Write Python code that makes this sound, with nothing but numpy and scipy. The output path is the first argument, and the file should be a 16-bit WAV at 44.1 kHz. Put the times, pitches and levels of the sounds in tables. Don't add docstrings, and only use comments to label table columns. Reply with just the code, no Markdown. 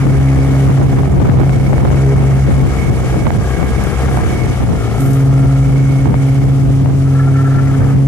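import sys
import numpy as np
from scipy import signal
from scipy.fft import rfft, irfft, next_fast_len
from scipy.io import wavfile
from scipy.ndimage import uniform_filter1d

SR = 44100
rng = np.random.default_rng(int(sys.argv[2]) if len(sys.argv) > 2 else 0)


def materialize(psi):
    bounded = np.clip(np.atleast_2d(psi).T, -1, 1)
    quanta = np.round(bounded * 32767).astype(np.int16)
    wavfile.write(sys.argv[1], SR, quanta)


N = 355887

# start_s, end_s
HORN_BLASTS = [(-1.0, 2.62), (5.0, 9.0)]
# multiple, level_db
HORN_HARMONICS = [(1, 0), (2, -9), (3, -20.5), (4, -30.5), (5, -30.5), (6, -38)]
# time_s, level_db,
# second_db and third_db (harmonics above their usual share)
HORN_CROSSING = [(0, -13, 0, 0), (.3, -5, 0, -5), (.65, -5.5, -4, 2), (1.0, -10.5, 0, -3),
                 (1.4, -6, -17, -19), (1.8, -11.5, -6, 2.5), (2.1, -3.5, -5.5, 5), (2.4, -8.5, -13, -5),
                 (2.6, -6.5, -10.5, -6), (5.0, -11.5, 4, -2), (5.3, -4.5, -2, -10), (6.1, -8.5, 0, -4),
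                 (6.9, -8.5, -1.5, -5), (7.3, -5.5, -4, -1), (7.7, -9, 0.8, -1), (8.07, -4.5, -3, -5)]
HORN_HZ, HORN_RISE_DB_PER_S, HORN_FALL_DB_PER_S = 135.65, 808, 240

# time_s, firings_per_s
ENGINE_SPEED = [(0, 67.3), (1, 66.9), (1.25, 60.5), (1.6, 60.5), (1.95, 67.4), (2.72, 65.7), (3, 63.7),
                (3.38, 63.5), (3.68, 65.8), (3.9, 66.2), (4.33, 65.7), (4.5, 64), (4.8, 57.1), (5.03, 57.2),
                (5.33, 59.6), (5.58, 60.1), (5.85, 61.1), (6.45, 60.5), (6.65, 57.5), (6.95, 43),
                (7.25, 48.7), (7.75, 51.9), (8.07, 52.5)]
# time_s, load_db, block_knock_db, hatch_ring_db
ENGINE_LEVELS = [(0, -19.5, -30.5, -39), (.6, -16, -28.5, -37), (1.15, -17.5, -28, -58),
                 (1.6, -19.5, -32.5, -38), (2.1, -16, -24.5, -53), (2.45, -13, -33.5, -57),
                 (2.75, -17, -31, -44), (3.1, -24, -29, -55), (3.3, -22, -29, -52),
                 (3.55, -18.5, -29.5, -48), (3.8, -17, -30, -46), (4.05, -15, -29.5, -42),
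                 (4.4, -24, -34, -48), (4.7, -22, -33, -39), (4.95, -22, -30, -39.5),
                 (5.2, -20, -30.5, -34), (5.6, -19, -32, -35), (5.8, -23.5, -31.5, -37),
                 (6.4, -28, -32.5, -40), (6.8, -24, -46, -53), (7.15, -24, -32.5, -41),
                 (7.6, -33, -33, -42), (7.9, -30, -28.5, -38), (8.07, -12, -45, -50)]
# multiple (of the firing rate), level_db (re load)
ENGINE_TONES = [(1, 1.5), (3, -18), (4, -37)]
# time_s, relative_level_db
COWLING_TICK = [(0.0, -39), (1.26, -45), (1.41, -38.5), (2.63, -40.5), (2.79, -33.5), (2.94, -39),
                (3.14, -42), (3.26, -33), (3.35, -43), (3.64, -38), (4.16, -41), (4.4, -36), (4.72, -46.5),
                (4.92, -41.5), (5.57, -45.5), (5.72, -37.5), (6.05, -37), (6.12, -38), (6.22, -36.5),
                (6.35, -44.5), (6.63, -45), (6.65, -70), (6.79, -69), (6.97, -54), (7.35, -43), (7.48, -57),
                (7.55, -45), (7.91, -42.5), (8.02, -59), (8.07, -42)]
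# frequency_hz, width_hz, level_db
BLOCK_MODES = [(347, 64, -3), (400, 62, 1), (462, 60, 0.5), (530, 60, -6), (600, 70, -6), (710, 95, -0.5),
               (775, 74, -9)]
# frequency_hz, width_hz, level_db
HATCH_MODES = [(1368, 45, 0), (1312, 55, 0), (1255, 50, -1)]
# frequency_hz, width_hz, level_db
DECK_MODES = [(1080, 55, -3), (1170, 26, 0), (1577, 67, -8), (1625, 62, 5)]
# frequency_hz, width_hz, level_db
COWLING_MODES = [(2213, 62, 0), (2275, 50, -8)]
BOOM_DB, BOOM_HZ, BOOM_WIDTH_HZ = -17, 117.2, 13.8
HULL_CUT_HZ = 2200
DECK_FROM_S, DECK_TO_S, DECK_DB = 3.4, 4.21, -40.5
DECK_RISE_DB_PER_S, DECK_FALL_DB_PER_S = 14, 58

# time_s, level_db
WIND_STRENGTH = [(0, -12.5), (.6, -12), (1.0, -9.5), (1.5, -5.5), (1.9, -11), (2.3, -13), (2.9, -9),
                 (3.5, -18), (3.95, -14), (4.15, -12.5), (4.4, -13), (4.85, -16), (5.15, -10.5), (5.5, -17),
                 (5.85, -13.5), (6.3, -15), (6.7, -17), (7.3, -16), (8.07, -11.5)]
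# peak_time_s, peak_db, port
PORT_GUSTS = [(.09, -1.5, 0), (.703, 1.5, 1), (.818, -6.5, 0), (.818, 2, 1), (.983, 0.5, 1), (1.083, -7, 1),
              (1.2, 3, 0), (1.292, 4.5, 0), (1.292, 3, 1), (1.407, 2, 1), (1.726, 2.5, 0), (1.826, 3.5, 1),
              (1.911, 3, 0), (2.16, -2, 0), (2.205, 1.5, 1), (2.325, -1.5, 1), (2.514, -2, 0),
              (2.629, -0.5, 0), (2.799, -4.5, 0), (2.903, -0.8, 0), (3.033, -11, 1), (3.133, -3, 1),
              (3.264, -1, 1), (3.367, -6.5, 0), (3.367, -2.5, 1), (3.622, 0.5, 0), (3.687, -10, 1),
              (3.806, -3.5, 0), (4.185, -1.5, 1), (4.33, -12, 1), (4.495, -16, 0), (4.495, -3, 1),
              (4.704, -6.5, 0), (5.453, -8, 1), (6.076, 0.5, 1), (6.136, -2.5, 0), (6.44, -6.5, 0),
              (6.899, -2, 1), (7.588, -2.5, 1), (7.912, -10, 0)]
# frequency_hz, relative_db_per_hz
RUMBLE_SPECTRUM = [(8, 2.5), (25, 6.5), (60, 4.5), (110, 4), (200, -2.5), (400, -11), (800, -25),
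                   (1600, -40), (4000, -57)]
WIND_WANDER_DB, WIND_WANDER_HZ = 4, 3.7
GUST_RISE_DB_PER_S, GUST_FALL_DB_PER_S = 150, 156

# time_s, wash_db, spray_hiss_db
WATER_LEVELS = [(0, -25.5, -35), (.65, -25.5, -32), (1.1, -29.5, -37), (1.7, -30.5, -35),
                (2.0, -25.5, -33.5), (2.7, -27.5, -34.5), (3.35, -31, -35), (3.6, -27.5, -34.5),
                (4.1, -26, -33), (4.75, -32, -37), (5.3, -28.5, -34), (6.8, -33.5, -38.5),
                (7.4, -31, -37.5), (7.85, -29.5, -36), (8.07, -36, -39.5)]
# frequency_hz, relative_db_per_hz
WASH_SPECTRUM = [(300, -17), (480, 0), (620, -4), (750, -4), (950, -8), (1250, -3), (1450, -8.5),
                 (1650, -8), (1950, -8.5), (2300, -10.5), (2650, -18.5), (3300, -27.5), (5000, -55),
                 (9000, -62)]
# frequency_hz, relative_db_per_hz
SPRAY_SPECTRUM = [(1760, -15), (3000, -5), (3930, -10.5), (4290, -11.5), (6210, -9), (10900, -14.5),
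                  (13700, -21), (14600, -30), (15000, -43)]
# frequency_hz, correlation
WATER_LIKENESS = [(250, 0.65), (1000, 0.95), (2000, 1), (4000, 0.047), (12000, 0.033)]

# start_s, length_ms, port
PRESSURE_SURGES = [(0.0484, 5.5, 0), (0.8576, 6.0, 0), (0.8755, 9.0, 0), (1.0616, 7.5, 0), (1.082, 13.0, 0),
                   (1.2112, 5.5, 0), (1.4866, 7.0, 0), (1.5914, 5.5, 0), (1.6747, 5.5, 0), (1.8194, 6.0, 1),
                   (1.8348, 10.5, 1), (1.9311, 6.0, 0), (2.1526, 6.0, 0), (2.187, 6.0, 0), (2.877, 5.5, 0),
                   (3.0107, 6.5, 0), (3.3065, 9.5, 0), (3.3743, 11.0, 0), (3.5559, 7.0, 0),
                   (3.6976, 7.0, 0), (3.7874, 6.0, 0), (3.962, 7.5, 0), (6.0732, 11.5, 1)]
# start_s, drive_db, port
AIR_POPS = [(0.8142, 3, 1), (0.8178, -3, 0), (0.6978, -3, 1), (0.823, 4, 1), (1.0337, 4, 0),
            (1.058, 5.5, 0), (1.1277, -3, 1), (1.139, -2, 1), (1.2565, 3, 1), (1.4335, 6, 1),
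            (4.0883, 5, 0), (4.4668, 1, 1), (1.2975, 11, 0), (1.388, -3, 0), (1.4945, 12.5, 0),
            (1.731, 12, 0), (1.781, 9.5, 1), (1.852, 13, 1), (1.8577, 7, 0), (1.8743, 5, 1), (1.9032, 9, 0),
            (2.1601, 5, 0), (2.7695, -2, 0), (3.1431, 1.5, 1), (3.2668, 12, 1), (3.2688, 15, 1),
            (3.2722, 3, 1), (3.278, 5, 1), (3.3049, 13.5, 1), (4.173, 10, 1), (4.19, 6, 1), (4.232, -1, 1),
            (4.6903, 2, 0), (6.0567, 5, 1), (6.142, 11.5, 0), (6.8588, 7, 0)]
# start_s, drive_db
SPRAY_DROPS = [(1.0959, -40), (2.167, -42), (3.3154, -30), (3.7045, -32), (3.8382, -26), (4.1704, -31),
               (5.005, -25), (5.1325, -22.5)]
SPLASH_FROM_S, SPLASH_TO_S, SPLASH_DB = 5.005, 5.14, -34
SPLASH_RISE_DB_PER_S, SPLASH_FALL_DB_PER_S = 500, 150

# start_s, length_ms, pitch_hz, level_db, rattle_db
PANEL_SQUEAKS = [(7.059, 20, 1300, -36, -48), (7.102, 24, 1320, -39, -41), (7.15, 26, 1340, -31, -36),
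                 (7.195, 20, 1320, -23.5, -28), (7.225, 24.6, 1325, -32, -38), (7.27, 22, 1350, -25.5, -36),
                 (7.343, 17, 1352, -28, -32), (7.368, 10, 1345, -30, -30), (7.383, 32, 1338, -26.5, -29),
                 (7.445, 32, 1352, -26, -28), (7.51, 17, 1340, -28.5, -31), (7.546, 13, 1345, -28, -33),
                 (7.57, 30, 1365, -25.5, -27), (7.625, 20, 1350, -33, -40), (7.659, 15, 1340, -36, -40),
                 (7.69, 25, 1335, -32, -35), (7.734, 23, 1330, -32, -32), (7.806, 25, 1320, -39, -30.5),
                 (7.873, 21, 1320, -43, -30), (7.928, 20, 1310, -42, -33)]
# multiple (of the pitch), relative_level_db
SQUEAK_SIDE_TONES = [(0.915, -4.0), (1.145, 1.0), (1.27, 0.0), (1.33, -5.0)]
# frequency_hz, width_hz, level_db
PANEL_MODES = [(1517, 70, -5), (1723, 79, -2), (1790, 110, -8), (1190, 110, -3)]
SQUEAK_RISE_DB_PER_S, SQUEAK_FALL_DB_PER_S, SQUEAK_THROB_DB = 2500, 1300, 2.5
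SQUEAK_BEND_HZ_PER_DB = 2.0

CAPSULE_STOP, CUTOFF_HZ = 1.25, 15600


def amp(db):
    return 10 ** (np.asarray(db) / 20)


def rms_one(x):
    return x / np.sqrt(np.mean(x ** 2, axis=-1, keepdims=True) + 1e-20)


def in_time(rows):
    time_s, *columns = np.transpose(rows)
    return [np.interp(np.arange(N) / SR, time_s, column) for column in columns]


def at_hz(points, hz):
    table_hz, values = np.array(points).T
    return np.interp(np.log(hz), np.log(table_hz), values)


def drift(rate_hz):
    step = 40
    pole = np.exp(-2 * np.pi * step * rate_hz / SR)
    noise = rng.standard_normal(N // step + 2002)
    slow = signal.lfilter([1], [1, -2 * pole, pole * pole], noise)[2000:]
    return np.interp(np.arange(N) / step, np.arange(len(slow)), rms_one(slow))


def tent(start_s, end_s, rise_db_per_s, fall_db_per_s):
    t = np.arange(N) / SR
    rise = rise_db_per_s * (t - start_s)
    fall = fall_db_per_s * (end_s - t)
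    return np.minimum(0, np.minimum(rise, fall))


def resonate(x, modes):
    out = 0
    for hz, width_hz, level_db in modes:
        pole = np.exp(-np.pi * width_hz / SR)
        section = [1, 0, -1, 1, -2 * pole * np.cos(2 * np.pi * hz / SR), pole * pole]
        ring = signal.sosfilt([section, section], x + 1e-18)
        out = out + amp(level_db) * rms_one(ring)
    return out


def coloured(spectrum, channels):
    size = next_fast_len(N)
    hz = np.maximum(np.fft.rfftfreq(size, 1 / SR), 1)
    white = rfft(rng.standard_normal((channels, size)))
    return rms_one(irfft(white * amp(at_hz(spectrum, hz)), size)[:, :N])


def band_noise(order, edges_hz):
    band = signal.butter(order, edges_hz, "band", fs=SR, output="sos")
    return rms_one(signal.sosfilt(band, rng.standard_normal((2, N))))


def placed(x, pan_db, lag_s):
    right = np.interp(np.arange(N) - lag_s * SR, np.arange(N), x)
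    return np.array([x * amp(pan_db / 2), right * amp(-pan_db / 2)])


def horn():
    phase = 2 * np.pi * np.cumsum(HORN_HZ + 0.15 * drift(1.0)) / SR
    level_db, second_db, third_db = in_time(HORN_CROSSING)
    out = 0
    for start_s, end_s in HORN_BLASTS:
        shape_db = level_db + tent(start_s, end_s, HORN_RISE_DB_PER_S, HORN_FALL_DB_PER_S)
        for k, share_db in HORN_HARMONICS:
            waver_db = .35 * k * drift(2.5)
            swim_db = (k == 2) * second_db + (k == 3) * third_db
            gain = amp(shape_db + share_db + swim_db + waver_db)
            out = out + gain * np.sqrt(2) * np.sin(k * phase)
    return placed(out, pan_db=1.3, lag_s=-0.00022)


def engine():
    per_s, = in_time(ENGINE_SPEED)
    load_db, block_db, hatch_db = in_time(ENGINE_LEVELS)
    tick_db, = in_time(COWLING_TICK)
    cycles = np.cumsum(per_s + .08 * drift(3.0)) / SR

    boom_db = BOOM_DB - 10 * np.log10(1 + ((2 * per_s - BOOM_HZ) / BOOM_WIDTH_HZ) ** 2)
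    low = amp(boom_db + 0.9 * drift(3.2)) * np.sqrt(2) * np.sin(4 * np.pi * cycles)
    for k, share_db in ENGINE_TONES:
        gain = amp(load_db + share_db + 2.6 * drift(8.3))
        low += gain * np.sqrt(2) * np.sin(2 * np.pi * k * cycles)

    fired = np.diff(np.floor(cycles), prepend=0)
    weak = np.floor(cycles) % 2
    knocks = rms_one(fired * amp(-7.0 * weak + .6 * rng.standard_normal(N)))
    taps = rms_one(fired * amp(-9.0 * weak + 2.0 * rng.standard_normal(N)))
    hiss = rms_one(np.exp(0.2 * np.cos(np.pi * cycles)) * rng.standard_normal(N))

    block = 0
    for mode in BLOCK_MODES:
        block = block + amp(block_db + 1.5 * drift(2.0)) * resonate(knocks + .04 * hiss, [mode])
    hatch_ring = resonate(fired * amp(-2.5 * weak) + .003 * hiss, HATCH_MODES)
    hatch = amp(hatch_db + 1.0 * drift(3.0)) * rms_one(hatch_ring)
    deck_db = DECK_DB + tent(DECK_FROM_S, DECK_TO_S, DECK_RISE_DB_PER_S, DECK_FALL_DB_PER_S)
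    deck = amp(deck_db) * resonate(knocks, DECK_MODES)
    cowling = amp(tick_db - 2.5) * resonate(taps + .25 * hiss, COWLING_MODES)

    hull = signal.butter(2, HULL_CUT_HZ, fs=SR, output="sos")
    muffled = signal.sosfilt(hull, low + block + deck + hatch)
    return placed(muffled, pan_db=5.5, lag_s=.0001) + placed(cowling, pan_db=-15.0, lag_s=-0.000076)


def wind():
    wander = np.array([drift(WIND_WANDER_HZ), drift(WIND_WANDER_HZ)])
    gust_db = in_time(WIND_STRENGTH) + WIND_WANDER_DB * wander
    for s, peak_db, port in PORT_GUSTS:
        side = round(port)
        thump_db = peak_db + tent(s, s, GUST_RISE_DB_PER_S, GUST_FALL_DB_PER_S)
        gust_db[side] = np.maximum(gust_db[side], thump_db)
    lumps = np.array([drift(14.2), drift(20.0)])
    flicker = np.array([drift(40.0), drift(37.0)])
    low = coloured(RUMBLE_SPECTRUM, channels=2) * amp([[2.5], [-2.0]])
    bright = band_noise(2, [250, 950])
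    bright_db = np.minimum(-20.5 + 1.9 * gust_db + 4.0 * lumps + 2.7 * flicker, -12)
    return amp(gust_db + 3.1 * lumps) * low + amp(bright_db) * bright


def water(spectrum, level_db, patchy_db, shared, lag_s=.00011):
    out, together = 0, drift(24.0)
    edges_hz = 250 * 2 ** np.arange(0, 6.1, .5)
    white = coloured(spectrum, channels=4).reshape(2, 2, N)
    for k, (low, high) in enumerate(zip(edges_hz, edges_hz[1:])):
        band = signal.butter(2, [low, high], "band", fs=SR, output="sos")
        mid, side = signal.sosfilt(band, white[k % 2])
        alike = np.clip(at_hz(WATER_LIKENESS, np.sqrt(low * high)), -1, 1)
        stereo = np.sqrt(1 + alike) * mid + np.sqrt(1 - alike) * side * [[1], [-1]]
        out = out + amp(patchy_db * (shared * together + drift(30.0))) * stereo
    out = np.array([out[0], np.roll(out[1], round(lag_s * SR))])
    return amp(level_db) * rms_one(out)


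def hull_water():
    wash_db, spray_db = in_time(WATER_LEVELS)
    wash = water(WASH_SPECTRUM, wash_db, patchy_db=0.98, shared=0.74)
    spray = water(SPRAY_SPECTRUM, spray_db, patchy_db=1.16, shared=0.19)
    return wash * amp([[2.0], [-2.0]]) + spray * amp([[.3], [-.3]])


def surges():
    out, t = np.zeros((2, N)), np.arange(N) / SR
    for s, length_ms, port in PRESSURE_SURGES:
        end = s + length_ms / 1000
        push = np.interp(t, [s - .008, s + .002, end - .001, end + .0006], [0, 1, 1, 0])
        out[round(port)] += push * rng.choice([-1, 1])
    return 1.45 * CAPSULE_STOP * out


def pops():
    marks = np.zeros((2, N))
    for s, drive_db, port in AIR_POPS:
        marks[round(port), round(s * SR)] = amp(drive_db)
    t = np.arange(300) / SR
    swing = np.cos(2 * np.pi * 700 * t) * np.exp(-t / 0.00086) * np.minimum(t / 0.00034, 1)
    soften = signal.butter(2, 1900, fs=SR, output="sos")
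    return signal.sosfilt(soften, signal.lfilter(swing, [1], marks))


def drops():
    marks = np.zeros(N)
    for s, drive_db in SPRAY_DROPS:
        marks[round(s * SR)] = amp(drive_db)
    decay = signal.lfilter([1], [1, -np.exp(-1 / (0.0033 * SR))], marks)
    return band_noise(1, [5000, 13000]) * decay


def splash():
    shape_db = tent(SPLASH_FROM_S, SPLASH_TO_S, SPLASH_RISE_DB_PER_S, SPLASH_FALL_DB_PER_S)
    return amp(SPLASH_DB + shape_db + 1.5 * drift(30.0)) * band_noise(2, [7500, 15000])


def panel():
    starts, _, pitches, _, _ = np.transpose(PANEL_SQUEAKS)
    tone_db = rattle_db = swell_db = -200
    for s, length_ms, _, level_db, upper_db in PANEL_SQUEAKS:
        shape_db = tent(s, s + length_ms / 1000, SQUEAK_RISE_DB_PER_S, SQUEAK_FALL_DB_PER_S)
        tone_db = np.maximum(tone_db, level_db + shape_db)
        rattle_db = np.maximum(rattle_db, upper_db + shape_db)
        swell_db = np.maximum(swell_db, shape_db)
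    bend_hz = SQUEAK_BEND_HZ_PER_DB * uniform_filter1d(np.maximum(swell_db, -20), size=600)
    pitch_hz, = in_time(list(zip(starts, pitches)))
    phase = 2 * np.pi * np.cumsum(pitch_hz + bend_hz + 12.0 * drift(18.0)) / SR
    out = amp(tone_db + SQUEAK_THROB_DB * drift(70.0)) * np.sqrt(2) * np.sin(phase)
    for multiple, share_db in SQUEAK_SIDE_TONES:
        slide = 2 * np.pi * np.cumsum(30.0 * drift(10.0)) / SR
        gain = amp(rattle_db + share_db - 6.0 + 4.4 * drift(22.0))
        out += gain * np.sin(multiple * phase + slide)
    flurry = amp(rattle_db)
    rattle = resonate(flurry * rng.standard_normal(N), PANEL_MODES)
    out += 0.5 * np.sqrt(np.mean(flurry ** 2)) * rattle
    return placed(out, pan_db=4.0, lag_s=.0001)


def scene():
    steady = horn() + engine() + wind() + hull_water()
    return steady + surges() + pops() + drops() + splash() + panel()


def held_down(x, top_db, ratio, release_db_per_s, smoothing_s):
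    over_db = ratio * np.maximum(20 * np.log10(np.abs(x) + 1e-9) - top_db, 0)
    ramp_db = release_db_per_s * np.arange(N) / SR
    cut_db = np.maximum.accumulate(over_db + ramp_db, axis=1) - ramp_db
    size = max(int(smoothing_s * SR), 1)
    return x * amp(-uniform_filter1d(cut_db, size, axis=1))


def record(dry):
    x = dry / (1 + (dry / CAPSULE_STOP) ** 16) ** (1 / 16)
    x = held_down(x, top_db=-5.0, ratio=.8, release_db_per_s=130, smoothing_s=.004)
    low_cut = signal.butter(4, 52, "high", fs=SR, output="sos")
    x = signal.sosfilt(low_cut, x - x[:, :1])
    ceiling = .74
    x = x / (1 + np.abs(x / ceiling) ** 10) ** (1 / 10)
    x = signal.sosfilt(signal.butter(4, 13500, fs=SR, output="sos"), x)
    return signal.sosfilt(signal.cheby2(12, 70, CUTOFF_HZ, fs=SR, output="sos"), x)


dry = scene()
out = record(dry)
materialize(out)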